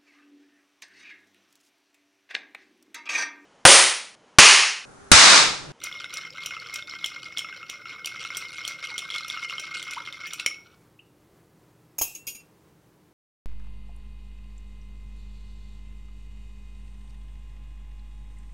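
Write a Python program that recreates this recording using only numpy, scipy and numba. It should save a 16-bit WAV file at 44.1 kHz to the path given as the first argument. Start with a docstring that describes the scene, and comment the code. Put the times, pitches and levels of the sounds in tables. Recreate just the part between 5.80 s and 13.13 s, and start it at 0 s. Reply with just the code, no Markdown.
"""Stirring ice in a mixing glass

A bar spoon stirs ice round a heavy cut-glass mixing glass, about three turns a second, heard close by.
Ice and spoon contacts are short pitched ticks; the wall is a bank of modes whose pitch wavers with the drink.
The hollow above the drink clucks. The spoon leaves with a last clink; later a steel strainer is picked up
and jangles against a jigger, as sums of decaying modes. A small bar room reflects it all and hums behind.
"""
import sys
import numpy as np
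from scipy import signal
from scipy.fft import rfft, irfft
from scipy.io import wavfile
from scipy.ndimage import uniform_filter1d
from numba import njit

SR = 44100
rng = np.random.default_rng(int(sys.argv[2]) if len(sys.argv) > 2 else 0)


def transcribe(signal):
    """Save signal, clipped to [-1, 1], as a 16-bit WAV file at the path in sys.argv[1]."""
    frames = np.atleast_2d(signal).T
    limited = np.clip(frames, -1, 1)
    pcm = np.round(limited * 32767).astype(np.int16)
    wavfile.write(sys.argv[1], SR, pcm)


N = 323250
T = np.arange(N) / SR
TOP_HZ = 16000

# the steel spoon strikes the wall once a turn, then twice more on its way out:
# start_s, strike_db, wall_ring_db, brightness_db_per_octave
STROKES = [(0.0373, -25.5, -62, 5), (0.3386, -26.5, -57, 3.5), (0.6599, -22.5, -59, -3),
           (0.9398, -29.5, -64, 7), (1.2594, -23.5, -53, -4), (1.5824, -23.5, -52, -0.5),
           (1.8976, -26.5, -61, -3), (2.2578, -23, -60, 0), (2.5696, -22, -43, 2.5), (2.8769, -22, -59, 2),
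           (3.1797, -26, -51, 2.5), (3.4814, -35, -48, 5), (3.7964, -27.5, -49, -0.5),
           (4.1091, -31.5, -66, 0.5), (4.4702, -45, -51, 16), (4.5336, -25, -63, 2),
           (4.6618, -16, -30.5, -0.5)]
# relative spectrum of small ice contacts: frequency_hz, level_db
GRIT_COLOUR = [(900, -47.5), (1800, -20.5), (2500, 15), (3300, 0.5), (4800, -16), (5350, 5.5), (5850, 11.5),
               (6500, -17.5), (7200, 2), (8000, -26), (9000, -17), (15000, -28)]

SPOON_HZ = 5760  # pitch of the spoon's tick
SURGE_TURN, FAR_SIDE_TURN = 0.079, 0.57  # where in a turn the cubes crowd together
SURGE_WIDTH_TURNS = 0.11


def undb(db):
    """Amplitude ratio: 20 dB is a factor of ten."""
    return 10 ** (np.asarray(db) / 20)


def unit(x):
    """Normalisation: scale to rms 1."""
    return x / np.sqrt(np.mean(x ** 2))


def fade(t, t60):
    """Exponential free decay: 60 dB in t60 seconds."""
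    return np.exp(-np.log(1000) * t / max(t60, 1e-4))


def add(track, s, sound):
    """Superposition: mix a sound into a track at time s."""
    i = max(int(s * SR), 0)
    track[i:i + len(sound)] += sound[:max(len(track) - i, 0)]


def colour(x, points, size=2048):
    """Minimum-phase filter through (Hz, dB) points, keeping the power of white noise."""
    hz, db = np.transpose(points)
    bins_hz = np.fft.rfftfreq(size, 1 / SR)
    log_gain = np.log(undb(np.interp(np.log(bins_hz + 1), np.log(hz), db)))
    # folding the cepstrum onto positive time makes the response causal
    cepstrum = irfft(log_gain)
    cepstrum[1:size // 2] *= 2
    cepstrum[size // 2 + 1:] = 0
    response = irfft(np.exp(rfft(cepstrum)))
    return signal.fftconvolve(x, response / np.linalg.norm(response))[:len(x)]


def tilt(x, db_per_octave):
    """Spectral slope that pivots on the spoon's pitch and is level below 2 kHz."""
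    hz = np.clip(np.fft.rfftfreq(len(x), 1 / SR), 2000, TOP_HZ)
    return irfft(rfft(x) * undb(db_per_octave * np.log2(hz / SPOON_HZ)), len(x))


def steady(x, span):
    """Running normalisation: hold the rms over span seconds near 1, leaving single ticks standing."""
    k = max(int(span * SR), 2)
    power = np.abs(uniform_filter1d(uniform_filter1d(x ** 2, k), k))
    return x / np.sqrt(power + 1e-4 * np.mean(x ** 2))


def walk(rate):
    """Smoothed random steps, rate per second, of rms near 1."""
    k = int(SR / rate)
    steps = np.repeat(rng.standard_normal(N // k + 1), k)
    return unit(uniform_filter1d(steps, k)[:N])


@njit
def resonate(x, hz, t60):
    """Driven damped oscillator as a rotating phasor, whose pitch may move at every sample."""
    y, z = np.empty(len(x)), 0j
    keep = np.exp(-np.log(1000.) / (t60 * SR))
    for i in range(len(x)):
        turn = 2 * np.pi * hz[i] / SR
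        z = z * keep * complex(np.cos(turn), np.sin(turn)) + x[i] + 1e-18
        y[i] = z.imag
    return y


def tick(hz, cycles, size=1500):
    """Heavily damped oscillation: a few cycles that swell and die, the envelope peaking at 1."""
    age = np.arange(size) / SR * hz
    rise = age / max(cycles, .2)
    return rise * np.exp(1 - rise) * np.sin(2 * np.pi * age)


def burst(t60, rise=0.00061, size=8000):
    """Many tiny contacts merge into noise that swells over rise seconds and dies."""
    t = np.arange(size) / SR
    return rng.standard_normal(size) * fade(t, t60) * (1 - np.exp(-t / rise))


def shimmer(t60, count, stagger_s=.001, size=2400):
    """Inharmonic partials, drawn anew for every contact, set in one after another and decay."""
    hz = (np.arange(count) + rng.random(count))[:, None] * TOP_HZ / count
    onset = stagger_s * rng.exponential(size=(count, 1))
    age = np.maximum(np.arange(size) / SR - onset, 0)
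    return np.sqrt(2 / count) * np.sum(np.sin(2 * np.pi * hz * age) * fade(age, t60), axis=0)


def surge(centre):
    """Periodic forcing: a swell to 1 and back at one place in every turn of the spoon."""
    turns = np.interp(T, np.transpose(STROKES)[0], np.arange(len(STROKES)))
    away = (turns - centre + .5) % 1 - .5
    swell = np.exp(-.5 * (away / SURGE_WIDTH_TURNS) ** 2)
    return swell * fade(np.maximum(T - STROKES[-1][0], 0), 0.17)


def wall(push, hold, tilt_db, waver=0.0098, waver_rate=40):
    """Modal ringing: sloshing drink bends each mode; cubes leaning on the wall (hold < 1) shorten it."""
    # modes of the filled glass wall, before hold and tilt: frequency_hz, level_db, t60_s
    wall_modes = [(2128, -6.5, 1), (2110, 1.5, 0.47), (2160, -4.5, 0.24), (2537, -17, 0.66),
                  (5280, -11.5, 0.48), (5320, -11, .6), (5440, -11, 0.38), (6730, -20, 0.22),
                  (9500, -35, 0.047)]
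    # drift of the wall's pitch as the liquid load changes: time_s, pitch_ratio
    pitch_drift = [(0, 1.007), (1.0, 1.013), (2.0, 1.014), (3.5, 1.012), (4.25, 1.005), (4.5, 1.022),
                   (5.0, 1.06)]
    load = np.interp(T, *np.transpose(pitch_drift))
    swirl = np.interp(T, [4.3, 4.7], [1, .8])
    out = 0
    for hz, db, t60 in wall_modes:
        pitch = hz * load * (1 + waver * swirl * walk(waver_rate))
        level = undb(db + tilt_db * np.log2(hz / wall_modes[0][0]))  # tilt in dB per octave
        out = out + level * resonate(push, pitch, float(max(t60 * hold, .01)))
    return out


def splinters(db=-3, hz=8000, delay_s=.022, t60=0.067, count=12):
    """Random impulse shower: a ragged spray of small ticks as the cubes settle after a blow."""
    out = np.zeros(SR // 8)
    delays = delay_s * rng.exponential(size=count)
    for s, (a, b) in zip(delays, rng.standard_normal((count, 2))):
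        level = undb(db + 2.2 * a) * fade(s, t60)
        add(out, s, level * tick(min(hz * np.exp(.27 * b), TOP_HZ), 2.2, size=300))
    return out


def contact(hz, cycles, crack_db, softness, crack_t60=0.013):
    """Impact of hard bodies: a tick, a second, higher one (a cube is never square), crack and splinters."""
    # relative spectrum of a hard contact: frequency_hz, level_db
    crack_colour = [(100, -21.5), (500, -10), (800, -10.5), (1800, -15), (3000, 19), (5700, 3), (6500, 4),
                    (7300, 10.5), (8000, -8.5), (9000, 10), (10300, -4), (11200, -5), (14000, -8.5),
                    (16000, -11.5)]
    out = undb(crack_db) * splinters()
    crack = shimmer(crack_t60, count=36)
    # adding the neighbouring sample dulls the crack; a negative softness sharpens it
    add(out, 0, undb(crack_db) * colour(crack + softness * np.roll(crack, 1), crack_colour))
    add(out, 0, tick(hz, cycles) + 0.38 * tick(hz * rng.uniform(1.1, 1.2), 1.0))
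    return out


def rattle(spread_db=4, ice_hz=3550, pitch_spread=0.242, cycles=2.1, cluster_s=.008, grit_db=-6,
           chip_db=-67, chip_growth=1.9, chip_scatter_db=1.5, chip_hz=8000,
           hollow_hz=1350, cluck_scatter_db=3.0, air_db=-9, air_hz=1410, air_t60=0.14,
           ring_db=-43.5, ring_follow=0.62, count=3000):
    """Random collisions, surging twice a turn: cubes tick, grind, nudge the wall and may cluck in the hollow."""
    # vigour of the stirring; far_side_db is extra jostling as the spoon crosses the far side:
    # time_s, ice_db, hollow_db, far_side_db
    vigour = [(0.0, -47.5, -48, 3.5), (0.999, -48.5, -48.5, 0), (1.45, -50.5, -50, 5.5),
              (1.85, -55, -53, 3.5), (2.15, -57.5, -49, 11), (2.45, -47, -46, 9.5),
              (2.949, -48, -48.5, 8.5), (3.4, -45.5, -43.5, 4), (4.02, -48, -45, 11.5),
              (4.249, -45.5, -47, -2.5), (4.668, -52.5, -51, 10.5), (4.78, -63.5, -62.5, 1.5),
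              (4.95, -67.5, -67.5, 0)]
    # relative spectrum of the hollow above the drink: frequency_hz, level_db
    hollow_colour = [(300, -46.5), (550, -21), (750, -53), (950, -3), (1150, -3.5), (1420, 2), (1560, 0),
                     (1750, -45.5), (2400, -32.5)]
    surge_db = 3.5  # the cubes crowd together at each stroke
    times, *controls = np.transpose(vigour)
    ice_db, hollow_db, far_db = (np.interp(T, times, c, right=-120) for c in controls)
    ice_db = ice_db + surge_db * surge(SURGE_TURN) + far_db * surge(FAR_SIDE_TURN)
    effort_db = np.maximum(ice_db - np.median(ice_db[T < times[-1]]), -22)

    ticks, clucks, grinds, chips, pushes = np.zeros((5, N))
    # each shove sets off a cluster of four contacts
    shoves = count // 4
    shove_times = np.repeat(rng.uniform(0, times[-1], shoves), count // shoves)
    when = shove_times + cluster_s * rng.exponential(size=count)
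    force = np.minimum(rng.exponential(size=shoves), 3)
    sizes = undb(spread_db * np.repeat(force, count // shoves))
    for t, size, (a, b, c, d, e) in zip(when, sizes, rng.standard_normal((count, 5))):
        pitch = ice_hz * np.exp(pitch_spread * min(b, 2))
        add(ticks, t, size * tick(pitch, cycles * np.exp(.35 * a), size=500))
        add(grinds, t, size * burst(0.0036, size=500))
        chip = tick(min(chip_hz * np.exp(.22 * a), TOP_HZ), 3.0, size=200)
        add(chips, t, size * undb(chip_scatter_db * e) * chip)
        # only some contacts meet the wall squarely, so its ring comes in separate strikes
        add(pushes, t, np.array([np.sqrt(size) * d ** 3]))
        if c > 1.1:
            cluck = tick(hollow_hz * np.exp(0.098 * d), 1.6, size=700)
            add(clucks, t, np.sqrt(size) * undb(cluck_scatter_db * c) * cluck)

    ice = unit(ticks) + undb(grit_db) * unit(colour(grinds, GRIT_COLOUR))
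    ice = steady(ice, 0.15) * undb(ice_db)
    # harder jostling chips the edges, so the top end grows faster than the rest
    chips = steady(chips, 0.059) * undb(chip_db + chip_growth * effort_db)
    # the air above the drink rings on between clucks, its pitch moving with the surface
    nudges = colour(pushes, hollow_colour)
    air = resonate(nudges, air_hz * (1 + .03 * walk(7)), float(air_t60))
    hollow = unit(colour(clucks, hollow_colour)) + undb(-7.5) * unit(nudges) + undb(air_db) * unit(air)
    hollow = steady(hollow, 0.2) * undb(hollow_db - 0.5)
    ring = steady(wall(pushes, hold=0.37, tilt_db=-3, waver=.011, waver_rate=60), 0.12)
    # once the spoon is out the cubes stop driving the wall
    leaving_db = 60 * np.maximum(T - 4.5, 0)
    return ice + chips + hollow + ring * undb(ring_db + ring_follow * effort_db - leaving_db)


def spoon(tick_db=-2, cycles=5, crack_db=1, graze_db=-40, lead=0.003, cluck_db=-21, hollow_hz=1350,
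          hold=0.54, ring_db=-1):
    """Impulsive excitation: the spoon grazes ice, cracks on the wall, rings it; all but two strokes rebound."""
    bounce_s, bounce_db = .018, -19.5
    hits, grazes, pushes = np.zeros((3, N))
    for s, db, wall_db, bright_db in STROKES:
        add(grazes, s - lead, undb(graze_db) * burst(0.22, rise=0.00067))
        pitch = SPOON_HZ * np.exp(0.014 * rng.standard_normal())
        strike = contact(pitch, cycles, crack_db, softness=-0.41, crack_t60=0.017)
        add(hits, s, undb(db + tick_db) * tilt(strike, bright_db))
        add(hits, s, undb(db + cluck_db) * tick(hollow_hz, 0.73))
        add(pushes, s, undb([wall_db + ring_db]))
    for s, db, _, bright_db in STROKES[:-2]:
        rebound = contact(SPOON_HZ, cycles, crack_db=-11, softness=-0.21)
        add(hits, s + bounce_s, undb(db + bounce_db) * tilt(rebound, bright_db))
    ring = wall(pushes, hold=hold, tilt_db=7.0, waver=.015, waver_rate=90)
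    return hits + colour(grazes, GRIT_COLOUR) + ring


def clinks_and_bumps(cycles=2.83, ring_db=-21, hollow_db=-20, hollow_hz=1350, bump_hz=2700, bump_tick_db=2,
          bump_ring_db=-16):
    """Impact hardness: a clink is mostly tick and crack, a bump a cluck and tick; force scales the wall's ring."""
    # clinks against the glass, mostly cubes, some from the spoon; crack_db is relative to level_db: start_s,
    # level_db, pitch_hz, crack_db
    clinks = [(0.1258, -27, 3440, -21), (0.191, -33, 3630, -34), (0.2433, -26, 3674, -17),
              (0.3712, -22.5, 5580, -11.5), (0.505, -33, 5200, -26), (0.6355, -29, 3400, -9),
              (0.7078, -29, 2583, -29), (0.7995, -31, 4460, -19), (0.9582, -22.5, 5550, -7.5),
              (1.0241, -27.5, 3574, -26), (1.0969, -29, 5320, -35), (1.1114, -30, 4200, -43),
              (1.444, -32, 4900, -20), (1.2431, -15, 3270, -13.5), (1.2605, -29, 2900, -14),
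              (1.573, -17.5, 3420, -17), (1.5914, -18.5, 3230, -10), (2.246, -24.5, 3060, -14),
              (2.2715, -23.5, 2620, -10), (2.5481, -25, 3300, -14), (2.8505, -23, 3270, -10.5),
              (3.1028, -32.5, 4130, -24), (3.1804, -20, 3260, -23), (3.1905, -23, 3540, -7),
              (3.3023, -22.5, 3360, -18), (3.3203, -30, 3420, -28), (3.3412, -23, 3280, -24),
              (3.3603, -22, 3440, -11), (3.3822, -21.5, 4130, -12), (3.4338, -28.5, 4160, -40),
              (3.4998, -19.5, 3520, -15), (3.6468, -29, 2940, -28), (3.697, -21.5, 2790, -19),
              (3.7815, -22, 3120, -24), (3.9591, -31.5, 2770, -23), (4.0268, -27, 3360, -4.5),
              (4.134, -27, 2470, -6), (4.3256, -27, 3570, -15.5), (4.5096, -30.5, 3600, -23),
              (4.5965, -22, 3920, -13.5), (4.5986, -19, 2670, -14.5), (4.6618, -15.5, 2300, -31),
              (4.744, -36.5, 2640, -24)]
    # cubes bump softly together and sound the hollow above the drink: start_s, level_db
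    bumps = [(0.242, -32), (0.7078, -33.5), (0.7664, -30), (1.6452, -31), (1.726, -34), (1.8293, -33.5),
             (2.0554, -34), (2.4501, -29.5), (3.573, -28), (4.7074, -40.5)]
    hits, pushes = np.zeros((2, N))
    for s, db, hz, crack_db in clinks:
        add(hits, s, undb(db) * contact(hz, cycles, crack_db, softness=0.34))
        add(hits, s, undb(db + hollow_db) * tick(hollow_hz, 1.5))
        add(pushes, s, undb([db + ring_db]))
    for s, db in bumps:
        cluck = tick(hollow_hz * np.exp(0.049 * rng.standard_normal()), 3.34)
        knock = tick(bump_hz * np.exp(0.023 * rng.standard_normal()), cycles)
        add(hits, s, undb(db) * (cluck + undb(bump_tick_db) * knock))
        add(pushes, s, undb([db + bump_ring_db]))
    return hits + wall(pushes, hold=0.44, tilt_db=4)


def thumps(db=-39, pitch_hz=46, knock_db=-5, knock_hz=560, base_db=-16, base_hz=850):
    """Structure-borne sound: strokes also knock the heavy base of the glass and shake the bar top."""
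    out = np.zeros(N)
    for s, strike_db, wall_db, _ in STROKES:
        add(out, s, undb(wall_db + knock_db) * tick(knock_hz, 0.57))
        add(out, s, undb(strike_db + base_db) * tick(base_hz, 0.31))
        shake_hz = pitch_hz * np.exp(.3 * rng.standard_normal())
        add(out, s, undb(strike_db + db) * tick(shake_hz, 0.1, size=6000))
    return out


def slosh(pitch_hz=533, db=-60, swing=0.086, pitch_spread=.08, spread_db=0.5, cycles=4.1, count=130):
    """Periodic pitch modulation: the drink laps in soft blips whose pitch rises and falls with each turn."""
    out = np.zeros(N)
    crest = surge(SURGE_TURN)
    when = rng.uniform(0, STROKES[-1][0], count)
    for s, (a, b) in zip(when, rng.standard_normal((count, 2))):
        hz = pitch_hz * np.exp(swing * crest[int(s * SR)] + pitch_spread * a)
        add(out, s, undb(db + spread_db * b) * tick(hz, cycles, size=3000))
    return out


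def gulps():
    """Cavity resonance: pockets of air ring and glide in pitch as the drink closes over them."""
    # air pockets closing behind the spoon; each sounds for up to twice scale_s, gliding past end_hz:
    # start_s, start_hz, end_hz, scale_s, level_db
    pockets = [(3.098, 984, 800, 0.028, -47), (4.166, 896, 1404, 0.019, -27.5),
               (4.451, 1710, 1900, .03, -44.5), (5.191, 2610, 2940, 0.0071, -41.5)]
    out = np.zeros(N)
    for s, start_hz, end_hz, length, db in pockets:
        age = np.arange(int(2 * length * SR)) / (length * SR)
        hz = start_hz * (end_hz / start_hz) ** (age ** 2)
        envelope = np.sqrt(age) * np.exp(1 - age ** 6)
        add(out, s, undb(db) * envelope * np.sin(2 * np.pi * np.cumsum(hz) / SR) / 2)
    return out


def struck(modes, rise=.0012, scatter_db=2.0, detune=.0018, size=26000):
    """Modal synthesis of one blow on thin steel; each blow shares its force differently among the modes."""
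    t = np.arange(size) / SR
    chance = rng.standard_normal((len(modes), 3))
    ring = 0
    for (hz, db, t60), (a, b, phase) in zip(modes, chance):
        partial = np.sin(2 * np.pi * (hz * (1 + detune * b) * t + phase))
        ring = ring + undb(db + scatter_db * a) * fade(t, t60) * partial
    return ring * (1 - np.exp(-t / rise))


def steel_tool(thud_t60=0.042):
    """Modal and stick-slip sound: the strainer clips the jigger, thuds on the bar, chatters; its spring rings."""
    # steel tools knock together: start_s, jigger_ring_db, strainer_ring_db, scrape_db, scrape_t60_s,
    # thud_db, brightness_db_per_octave (not applied to the thud)
    jangles = [(6.183, -21.5, -58, -30.5, 0.051, -37.5, 0.5), (6.212, -27, -46, -23.5, 0.056, -27, 2),
               (6.216, -20, -51, -36.5, 0.37, -61, 1.5), (6.349, -34.5, -56, -44.5, 0.086, -75, -2.5),
               (6.468, -36, -41.5, -31, 0.11, -58, 0), (6.547, -42.5, -54.5, -43, 0.067, -74, -3.5),
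               (6.597, -63, -65, -54.5, 0.054, -78, -9.5)]
    # modes of the jigger: frequency_hz, level_db, t60_s
    jigger_modes = [(2712, -17, .47), (5318, -25, .2), (6080, -17, .1), (6476, -15, .12), (6600, 0, .09),
                    (6694, -6, .1), (7194, -18, .08), (7675, -28, .55), (10271, -9, .09), (10607, -21, .24),
                    (11754, -17, .15), (12882, -10, .11), (13482, -20, .2), (13850, -14, .15),
                    (14058, -14, .2), (14726, -14, .06), (15580, -16, .14), (15715, -18, .22)]
    # modes of the strainer: frequency_hz, level_db, t60_s
    strainer_modes = [(2724, 0, .38), (4861, 2, .12), (5017, 1, .14), (5765, -1, .25), (6575, 0, .2),
                      (6838, 4, .3), (8686, -7, .45), (9066, 3, .24), (10462, -8, .2), (10715, -3, .16),
                      (11733, 2, .24), (12054, -2, .26), (13084, 1, .22), (15027, -8, .25)]
    # relative spectrum of steel scraping: frequency_hz, level_db
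    scrape_colour = [(300, -5), (1800, -21.5), (2500, 6), (3600, -4.5), (4300, -7.5), (5000, 2), (6700, 3),
                     (8000, -9), (10400, -4), (11100, -2), (13000, 0.5), (16000, -12)]
    # relative spectrum of the thud on the bar: frequency_hz, level_db
    thud_colour = [(25, 3.5), (70, -6), (160, -14.5), (330, 1), (450, -7.5), (700, 6), (1200, -1),
                   (2000, -8.5), (5000, -21)]
    grip_s = 6.605  # the hand closes on the strainer and stills it
    rings, scrapes, thuds = np.zeros((3, N))
    for s, jigger_db, strainer_db, scrape_db, scrape_t60, thud_db, bright_db in jangles:
        ring = undb(jigger_db) * struck(jigger_modes) + undb(strainer_db) * struck(strainer_modes)
        add(rings, s, tilt(ring, bright_db))
        spring = shimmer(.06, count=64)
        chatter = burst(scrape_t60, rise=0.015 * scrape_t60)
        # about one sample in twenty is a contact; the gain restores the power
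        chatter = chatter * (rng.random(len(chatter)) < 1 / 20) * np.sqrt(20)
        scrape = signal.fftconvolve(chatter, spring / np.linalg.norm(spring))
        add(scrapes, s, tilt(undb(scrape_db) * scrape, bright_db))
        add(thuds, s, undb(thud_db) * burst(thud_t60))
    rings = rings * fade(np.maximum(T - grip_s, 0), .18)
    return rings + colour(scrapes, scrape_colour) + colour(thuds, thud_colour)


def room(x, wet_db=-11, low_t60=0.27, high_t60=0.2, split_hz=4500, near_db=-11, near_t60=0.015, size=24000):
    """Reverberation: quick reflections from bar top and shelves, then a tail whose treble dies first."""
    t = np.arange(size) / SR
    noise, near = rng.standard_normal((2, size))
    split = min(split_hz, SR / 3)
    low = signal.sosfilt(signal.butter(2, split, fs=SR, output="sos"), noise)
    high = signal.sosfilt(signal.butter(2, split, "high", fs=SR, output="sos"), noise[::-1])
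    tail = (low * fade(t, low_t60) + high * fade(t, high_t60)) * (t > .007)
    near = near * fade(t, near_t60) * (t > .001)
    response = undb(wet_db) * tail / np.linalg.norm(tail) + undb(near_db) * near / np.linalg.norm(near)
    return x + signal.fftconvolve(x, response)[:N]


def background():
    """Broadband and tonal noise: ventilation, and the slightly wavering hum of the fridges."""
    # relative spectrum of the room's ventilation: frequency_hz, density_db_per_hz
    air_colour = [(15, -33), (25, -16), (161, 0), (263, -8.5), (301, -1.5), (451, -6), (677, -14),
                  (962, -13.5), (1560, -19), (3520, -26.5), (16000, -31.5)]
    # the fridges' hum: frequency_hz, rms_level_db
    hum_tones = [(118, -72.5), (162, -72), (303, -72)]
    air_db = -60
    air = unit(colour(rng.standard_normal(N), air_colour)) * undb(air_db + 0.79 * walk(13))
    hum = 0
    for hz, db in hum_tones:
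        phase = 2 * np.pi * np.cumsum(hz * (1 + .012 * walk(11))) / SR
        hum = hum + undb(db) * np.sqrt(2) * np.sin(phase)
    return air + hum


def scene(side_db=-19, air_side_db=-25):
    """Mid-side stereo: the glass stands dead centre; left and right differ only faintly, by a thin haze in the
    treble and in the background."""
    dry = rattle() + spoon() + clinks_and_bumps() + thumps() + slosh() + gulps() + steel_tool()
    mid = room(dry) + background()
    treble = np.diff(dry, prepend=0)
    reflections = room(treble) - treble
    side = undb(side_db) * reflections + undb(air_side_db) * background()
    return np.array([mid + side, mid - side])


def record(dry):
    """Band limiting: the recorder cuts the top with a steep low-pass."""
    return signal.sosfilt(signal.ellip(10, .2, 80, TOP_HZ, fs=SR, output="sos"), dry)


dry = scene()
out = record(dry)
transcribe(out)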